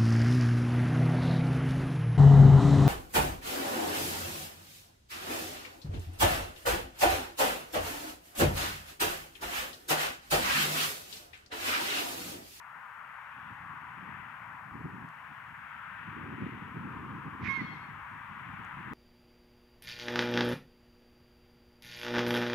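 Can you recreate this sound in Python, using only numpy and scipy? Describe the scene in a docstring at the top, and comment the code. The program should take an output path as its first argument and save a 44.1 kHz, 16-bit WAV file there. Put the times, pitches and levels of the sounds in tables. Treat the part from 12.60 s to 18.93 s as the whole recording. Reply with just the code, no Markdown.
"""The tyre roar of a far motorway comes from the left over open farmland, its bass absorbed by the soft
ground and its treble by the air; far engines rumble under it. Gusts thud as eddies burst on the two
microphone ports. Late on, a crow-like bird to the right calls once, a rasp that locks into a nasal tone,
and the surroundings echo it. The camera's amplifiers hiss, and two faint ticks sound close by."""
import sys
import numpy as np
from scipy import signal
from scipy.fft import rfft, irfft, next_fast_len
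from scipy.io import wavfile
from scipy.ndimage import uniform_filter1d

SR = 44100
rng = np.random.default_rng(int(sys.argv[2]) if len(sys.argv) > 2 else 0)


def to_wav(s):
    """Save 16-bit WAV."""
    ch = np.atleast_2d(s).T  # columns
    pcm = np.round(np.clip(ch, -1, 1) * 32767)  # PCM
    wavfile.write(sys.argv[1], SR, pcm.astype(np.int16))


N = 279373
TIME = np.arange(N) / SR
FFT_SIZE = next_fast_len(N + SR)
LOG_HZ = np.log(np.arange(FFT_SIZE // 2 + 1) * SR / FFT_SIZE + 1)

# amplifier noise: (frequency [Hz], relative density [dB])
HISS_SPECTRUM = [(2350, -29), (4000, 4), (4380, 2), (5820, -1), (7730, -2), (12800, -2), (15500, -5)]
# likeness of that noise in the two channels: (frequency [Hz], coherence [0-1])
HISS_COHERENCE = [(4000, 0), (7000, 0.03), (12000, 0.07)]
# far engines: (frequency [Hz], relative density [dB])
RUMBLE_SPECTRUM = [(30, -32), (60, 1), (100, 0), (160, -1), (300, -31.5)]
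# close ticks: (time [s], peak [dB], centre [Hz], bandwidth [Hz])
TICK_PULSES = [(2.4897, -48, 5500, 11000), (6.0495, -52, 6900, 4200)]
# course of the tyre roar: (time [s], level [dB], treble lift [dB])
ROAR_LEVELS = [(0, -49, -5.5), (.4, -47, -7.5), (.9, -48, 1.5), (1.15, -47.5, -3), (1.6, -47, -0.5),
               (2.1, -46, -10), (2.5, -48.5, -3.5), (3, -48.5, 0.5), (3.5, -48.5, 4), (3.7, -47.5, -0.5),
               (3.86, -49, 7.5), (4.05, -49, 2.5), (5.2, -48, -0.5), (6.3, -46.5, 2)]
# tyre roar after ground and air absorption: (frequency [Hz], relative density [dB])
ROAR_SPECTRUM = [(260, -53), (450, -22), (597, -17), (706, -12.5), (801, -4.5), (871, -3.5), (947, 2),
                 (1530, 0), (1890, -3.5), (2640, -12), (3470, -25.5), (4060, -39), (5500, -60), (7150, -61),
                 (12100, -120)]
# roar at the ports: (frequency [Hz], extra left level [dB], coherence [0-1], left phase lead [rad])
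ROAR_STEREO = [(500, -5, 0.67, -0.18), (800, -2.5, 0.61, -0.16), (1400, 0.5, 0.71, 0.71),
               (2260, 3, 0.15, 0.82), (4060, 4.5, 0.1, 1.)]
# single vehicles: (time [s], half duration [s], whine lift [dB], whine centre [Hz], shift to left [dB])
VEHICLE_PASSES = [(.3, 0.42, 2.5, 1440, 1), (1.15, 0.15, 2.5, 1190, 0), (1.6, 0.47, 1.5, 1940, 1.5),
                  (3.35, 0.34, 4, 1510, 0.6), (4.7, 0.56, 5.5, 1150, -0.6), (5.6, 0.23, 2, 1150, -0.5)]
# course of the gusts: (time [s], level [dB], upper band lift [dB], bass lift [dB])
GUST_LEVELS = [(0, -74, 1, -9), (.68, -75, -5, -5), (.78, -57.5, -9, -1), (1.35, -57.5, -9, -4),
               (1.43, -51.5, -3.5, -5), (1.62, -54.5, -4.5, 2), (1.68, -61.5, -8, -5),
               (2.08, -56.5, -10, -1), (2.12, -51, -2, 5), (2.47, -52, -4.5, -5), (2.54, -66.5, -6, 3),
               (2.7, -61.5, -8.5, 2), (3.25, -64, -11.5, 5), (3.58, -49, 2, -5), (3.72, -43.5, 2, -7),
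               (4.04, -47.5, 0.5, -2), (4.56, -44, 1.5, -6), (4.62, -49, -2.5, -6), (4.79, -48, 0.5, -1),
               (4.83, -42, 0.5, -2), (5.05, -49, -3.5, 1), (5.24, -50.5, -2, -3), (5.32, -55, -4.5, 6),
               (5.62, -58, -9, 3), (5.89, -47.5, -9, -5), (6.15, -55, -8.5, 9), (6.33, -45, 4.5, 1)]
# single buffets within the gusts: (time [s], lift [dB])
BUFFET_LIFTS = [(.17, 10), (.9, 8), (1.13, 7), (1.43, 4), (1.73, 5.5), (1.83, 3), (2.11, 2.5), (2.17, 5.5),
                (2.265, 13.5), (2.35, 11), (2.45, 8.5), (2.64, 2), (2.71, 9), (2.91, 4), (3.33, 7.5),
                (3.6, 1), (3.69, 2.5), (3.82, 3.5), (4.17, 6.5), (4.26, 6), (4.34, 7), (4.55, 3), (4.82, 0),
                (5.02, 6), (5.17, 5.5), (5.55, 4), (6.05, 4), (6.18, 7.5)]
# turbulent pressure on the ports: (frequency [Hz], relative density [dB])
THUD_SPECTRUM = [(12, -62), (20, -32.5), (92, 0), (144, 3), (284, -3), (452, -15.5), (597, -28), (741, -35),
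                 (800, -26), (1040, -52), (1760, -120)]
# thuds at the ports: (frequency [Hz], extra left level [dB], coherence [0-1], left phase lead [rad])
THUD_STEREO = [(39.8, -1.5, 1, -0.098), (129, 0.5, 0.98, -0.54), (300, 0.5, 0.75, -1.1), (500, 2, 1, -1.46)]
# direct path of the call: (frequency [Hz], left minus right level [dB])
CALL_PAN = [(1000, -8.5), (2200, -18), (3300, -12.5), (4400, -5), (5500, -16), (8000, -3)]
# distinct reflections, before colouring: (delay [s], relative level [dB])
ECHO_PATHS = [(.17, -9), (.29, -14)]
# colour of all reflected sound: (frequency [Hz], gain of the tone [dB], gain of the rasp [dB])
ECHO_GAINS = [(1004, -18, -11), (2200, -3, -11), (3250, 5, 4.5), (3800, -8, 5), (4490, 10.5, 4),
              (4900, -4, -1), (5500, -0.5, 4), (8000, -13, -11)]
# course of the bird's tone: (time [s], pitch [Hz], level [dB])
CALL_CONTOUR = [(4.876, 540.7, -48), (4.885, 542, -34), (4.9, 542.8, -32), (4.95, 540.7, -37),
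                (4.968, 537.5, -32), (4.983, 526.5, -40.5), (4.992, 518, -37), (5.012, 494, -41.5),
                (5.028, 488, -70)]
# harmonic series of the tone: (multiple of the pitch [1], relative level [dB])
CALL_HARMONICS = [(1, -52), (2, -13.5), (3, -24.5), (4, -4), (5, -30.5), (6, -27.5), (7, -35), (8, -39),
                  (9, -39), (10, -42), (11, -41), (12, -43), (13, -51.5), (14, -54)]
# noisy part of the call: (frequency [Hz], relative density [dB])
RASP_SPECTRUM = [(700, -22), (1100, -12), (1750, 4), (2000, 2.5), (2350, 5.5), (2900, -10), (4000, -15.5),
                 (6000, -26.5), (7500, -39), (8500, -58), (10000, -50), (13000, -64)]
# air rushing past the beak: (frequency [Hz], relative density [dB])
BREATH_SPECTRUM = [(8000, -25), (9300, 3), (10800, -1), (12000, -16), (14000, -40)]


def undb(db):
    """Amplitude ratio of a level in dB."""
    return 10 ** (np.asarray(db) / 20)


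def unit(x):
    """Normalisation to rms 1."""
    return x / np.sqrt(np.mean(np.abs(x) ** 2))


def over_time(table):
    """Linear interpolation of each column, one value a sample."""
    times, *columns = np.transpose(table)
    return [np.interp(TIME, times, column) for column in columns]


def over_hz(table):
    """Interpolation of each column over log frequency, one value a bin."""
    hz, *columns = np.transpose(table)
    return [np.interp(LOG_HZ, np.log(hz), column) for column in columns]


def sides(pan_db):
    """A level difference split evenly into left and right gains."""
    return undb(np.array([pan_db, -pan_db]) / 2)


def bump(centre_s, half_s):
    """Gaussian envelope of height 1."""
    return np.exp(-((TIME - centre_s) / half_s) ** 2)


def drift(rate_hz):
    """Random modulation of rms 1: held values, smoothed twice."""
    hold = int(SR / rate_hz)
    steps = np.repeat(rng.standard_normal(N // hold + 1), hold)
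    return unit(uniform_filter1d(uniform_filter1d(steps, hold), hold)[:N])


def coloured(spectrum):
    """White noise filtered to a spectrum, at rms 1."""
    white = rfft(rng.standard_normal(FFT_SIZE))
    return unit(irfft(white * undb(over_hz(spectrum)[0]), FFT_SIZE)[:N])


def port_noise(spectrum, pan_db, coherence, lead_rad):
    """Spectra of partly coherent noise at two ports, with differences of level and phase."""
    shared, own = rfft(rng.standard_normal((2, FFT_SIZE)))
    right = (np.sqrt(coherence) * shared + np.sqrt(1 - coherence) * own) * np.exp(-1j * lead_rad)
    return np.array([shared, right]) * sides(pan_db) * undb(over_hz(spectrum)[0])


def bands(spectra, low_hz, high_hz, count):
    """Complementary filter bank: yields each band's place (0 low, 1 high) and normalised signal."""
    position = np.clip((LOG_HZ - np.log(low_hz)) / np.log(high_hz / low_hz), 0, 1) * (count - 1)
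    rms = np.sqrt(np.mean(irfft(spectra.mean(axis=0), FFT_SIZE) ** 2))
    for k in range(count):
        triangle = np.clip(1 - np.abs(position - k), 0, 1)
        yield k / (count - 1), irfft(spectra * triangle, FFT_SIZE)[:, :N] / rms


def amplifier_hiss(level_db=-79.6):
    """Self-noise: each amplifier makes its own, so the channels are nearly incoherent."""
    spectra = port_noise(HISS_SPECTRUM, np.zeros(1), over_hz(HISS_COHERENCE)[0], lead_rad=0)
    hiss = irfft(spectra, FFT_SIZE)[:, :N]
    return hiss * undb(level_db) / np.sqrt(np.mean(hiss.mean(axis=0) ** 2))


def engine_rumble(level_db=-69.5):
    """Long waves from far engines reach both ports alike as a steady bass."""
    return undb(level_db) * coloured(RUMBLE_SPECTRUM)


def ticks():
    """Gaussian pulses: the shorter the pulse, the wider its band."""
    return sum(undb(db) * bump(s, 2 / (np.pi * width_hz)) * np.cos(2 * np.pi * hz * (TIME - s))
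               for s, db, hz, width_hz in TICK_PULSES)


def motorway(low_hz=550, high_hz=4200, left_db=5.5, slow_db=.5, flicker_db=.7):
    """Atmospheric fading: moving air makes each band of the distant tyre noise drift on its own."""
    roar_db, treble_db = over_time(ROAR_LEVELS)
    nearness = np.array([bump(s, half_s) for s, half_s, *_ in VEHICLE_PASSES])
    whine_db, whine_hz, shift_db = np.transpose(VEHICLE_PASSES)[2:]
    spectra = port_noise(ROAR_SPECTRUM, *over_hz(ROAR_STEREO))
    roar = 0
    for place, band in bands(spectra, low_hz, high_hz, count=12):
        # air that carries better lifts the treble most
        fading_db = place ** 2 * treble_db + slow_db * drift(2.43) + flicker_db * drift(11)
        # single vehicles add tread whine, higher for faster ones
        band_hz = low_hz * (high_hz / low_hz) ** place
        tread_db = whine_db * np.exp(-(np.log(band_hz / whine_hz) / .25) ** 2)
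        roar = roar + undb(fading_db + tread_db @ nearness) * band
    return roar * undb(roar_db) * sides(left_db + shift_db @ nearness)


def wind(buffet_half_s=.026, bass_eddy_share=.31, bass_buffet_share=.28):
    """Turbulence on the ports: small quick eddies shake the upper bands most, large ones the bass."""
    gust_db, upper_db, bass_db = over_time(GUST_LEVELS)
    buffet_db = sum(db * bump(s, buffet_half_s) for s, db in BUFFET_LIFTS)
    eddy_db = .95 * drift(30) + 2.3 * drift(70) + 2.7 * drift(150)
    bass_db = bass_db - (1 - bass_buffet_share) * buffet_db
    spectra = port_noise(THUD_SPECTRUM, *over_hz(THUD_STEREO))
    thuds = 0
    for place, band in bands(spectra, low_hz=56, high_hz=430, count=5):
        shake_db = (bass_eddy_share + (1 - bass_eddy_share) * place) * eddy_db + 1.5 * drift(20.965)
        tilt_db = max(2 * place - 1, 0) * upper_db + max(1 - 2 * place, 0) * bass_db
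        thuds = thuds + band * undb(shake_db + tilt_db)
    return thuds * undb(gust_db + buffet_db)


def surroundings(tone, rasp, t60_s=.79, rise_s=.049, echo_half_s=.006, left_db=3.5):
    """Multipath propagation: the call arrives directly, as two echoes and as dense, fading scatter."""
    t = TIME[:SR]
    scatter = undb(-3) * unit(undb(-60 * t / t60_s) * (1 - np.exp(-t / rise_s)))
    echoes = sum(undb(db) * unit(bump(s, echo_half_s)[:SR]) for s, db in ECHO_PATHS)
    response = rng.standard_normal((2, SR)) * (scatter + echoes) / np.sqrt(SR)
    reflected = rfft(response * sides(left_db)[:, None], FFT_SIZE)
    direct = sides(over_hz(CALL_PAN)[0])
    # directivity: the bird beams tone and rasp differently, so their echoes differ in colour
    spectra = sum(rfft(part, FFT_SIZE) * (direct + reflected * undb(colour_db))
                  for part, colour_db in zip((tone, rasp), over_hz(ECHO_GAINS)))
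    return irfft(spectra, FFT_SIZE)[:, :N]


def bird(onset_s=4.8, rasp_rise_s=.04, beak_opens_s=.041, pitch_jitter=.00216, breath_db=-46):
    """Voicing: a rasp locks into a nasal harmonic tone, strongest on the fourth partial, that droops."""
    pitch_hz, tone_db = over_time(CALL_CONTOUR)
    lock, locked, _, _, droop, *_, end, silent = np.transpose(CALL_CONTOUR)[0]
    opened = lock + beak_opens_s
    # the opening beak frees the high harmonics; alternating strong and weak cycles make the odd ones
    beak_db = np.interp(TIME, [lock, opened, droop, end], [-13, 0, 0, -14])
    odd_db = np.interp(TIME, [opened, droop], [1, -9])
    phase = 2 * np.pi * np.cumsum(pitch_hz * (1 + pitch_jitter * drift(90))) / SR
    offsets = rng.uniform(0, 2 * np.pi, len(CALL_HARMONICS))
    tone = 0
    for (k, db), offset in zip(CALL_HARMONICS, offsets):
        shimmer_db = 6 * min(.2 - db / 30, 1) * drift(40)  # weak harmonics shimmer most
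        partial_db = db + (k > 4) * beak_db + k % 2 * odd_db + shimmer_db
        tone = tone + np.sqrt(2) * undb(partial_db) * np.sin(k * phase + offset)
    rasp_db = np.interp(TIME, [onset_s, onset_s + rasp_rise_s, lock, locked, droop, end, silent],
                        [-70, -47, -42, -48.5, -57, -52, -70])
    rasp = coloured(RASP_SPECTRUM) * undb(rasp_db + drift(250))  # flutters by about 1 dB
    voicing = undb(tone_db) * (TIME > lock)
    breath = coloured(BREATH_SPECTRUM) * undb(breath_db) * voicing
    calling = (TIME > onset_s) & (TIME < silent)
    return calling * tone * voicing, calling * (rasp + breath)


def scene():
    """Superposition of all sources in the two channels."""
    return motorway() + engine_rumble() + wind() + surroundings(*bird()) + ticks() + amplifier_hiss()


def record(dry):
    """Band limiting: the camera's steep low-pass filter cuts the treble above 15.7 kHz."""
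    return signal.sosfilt(signal.ellip(10, .2, 60, 15700, fs=SR, output="sos"), dry)


dry = scene()
out = record(dry)
to_wav(out)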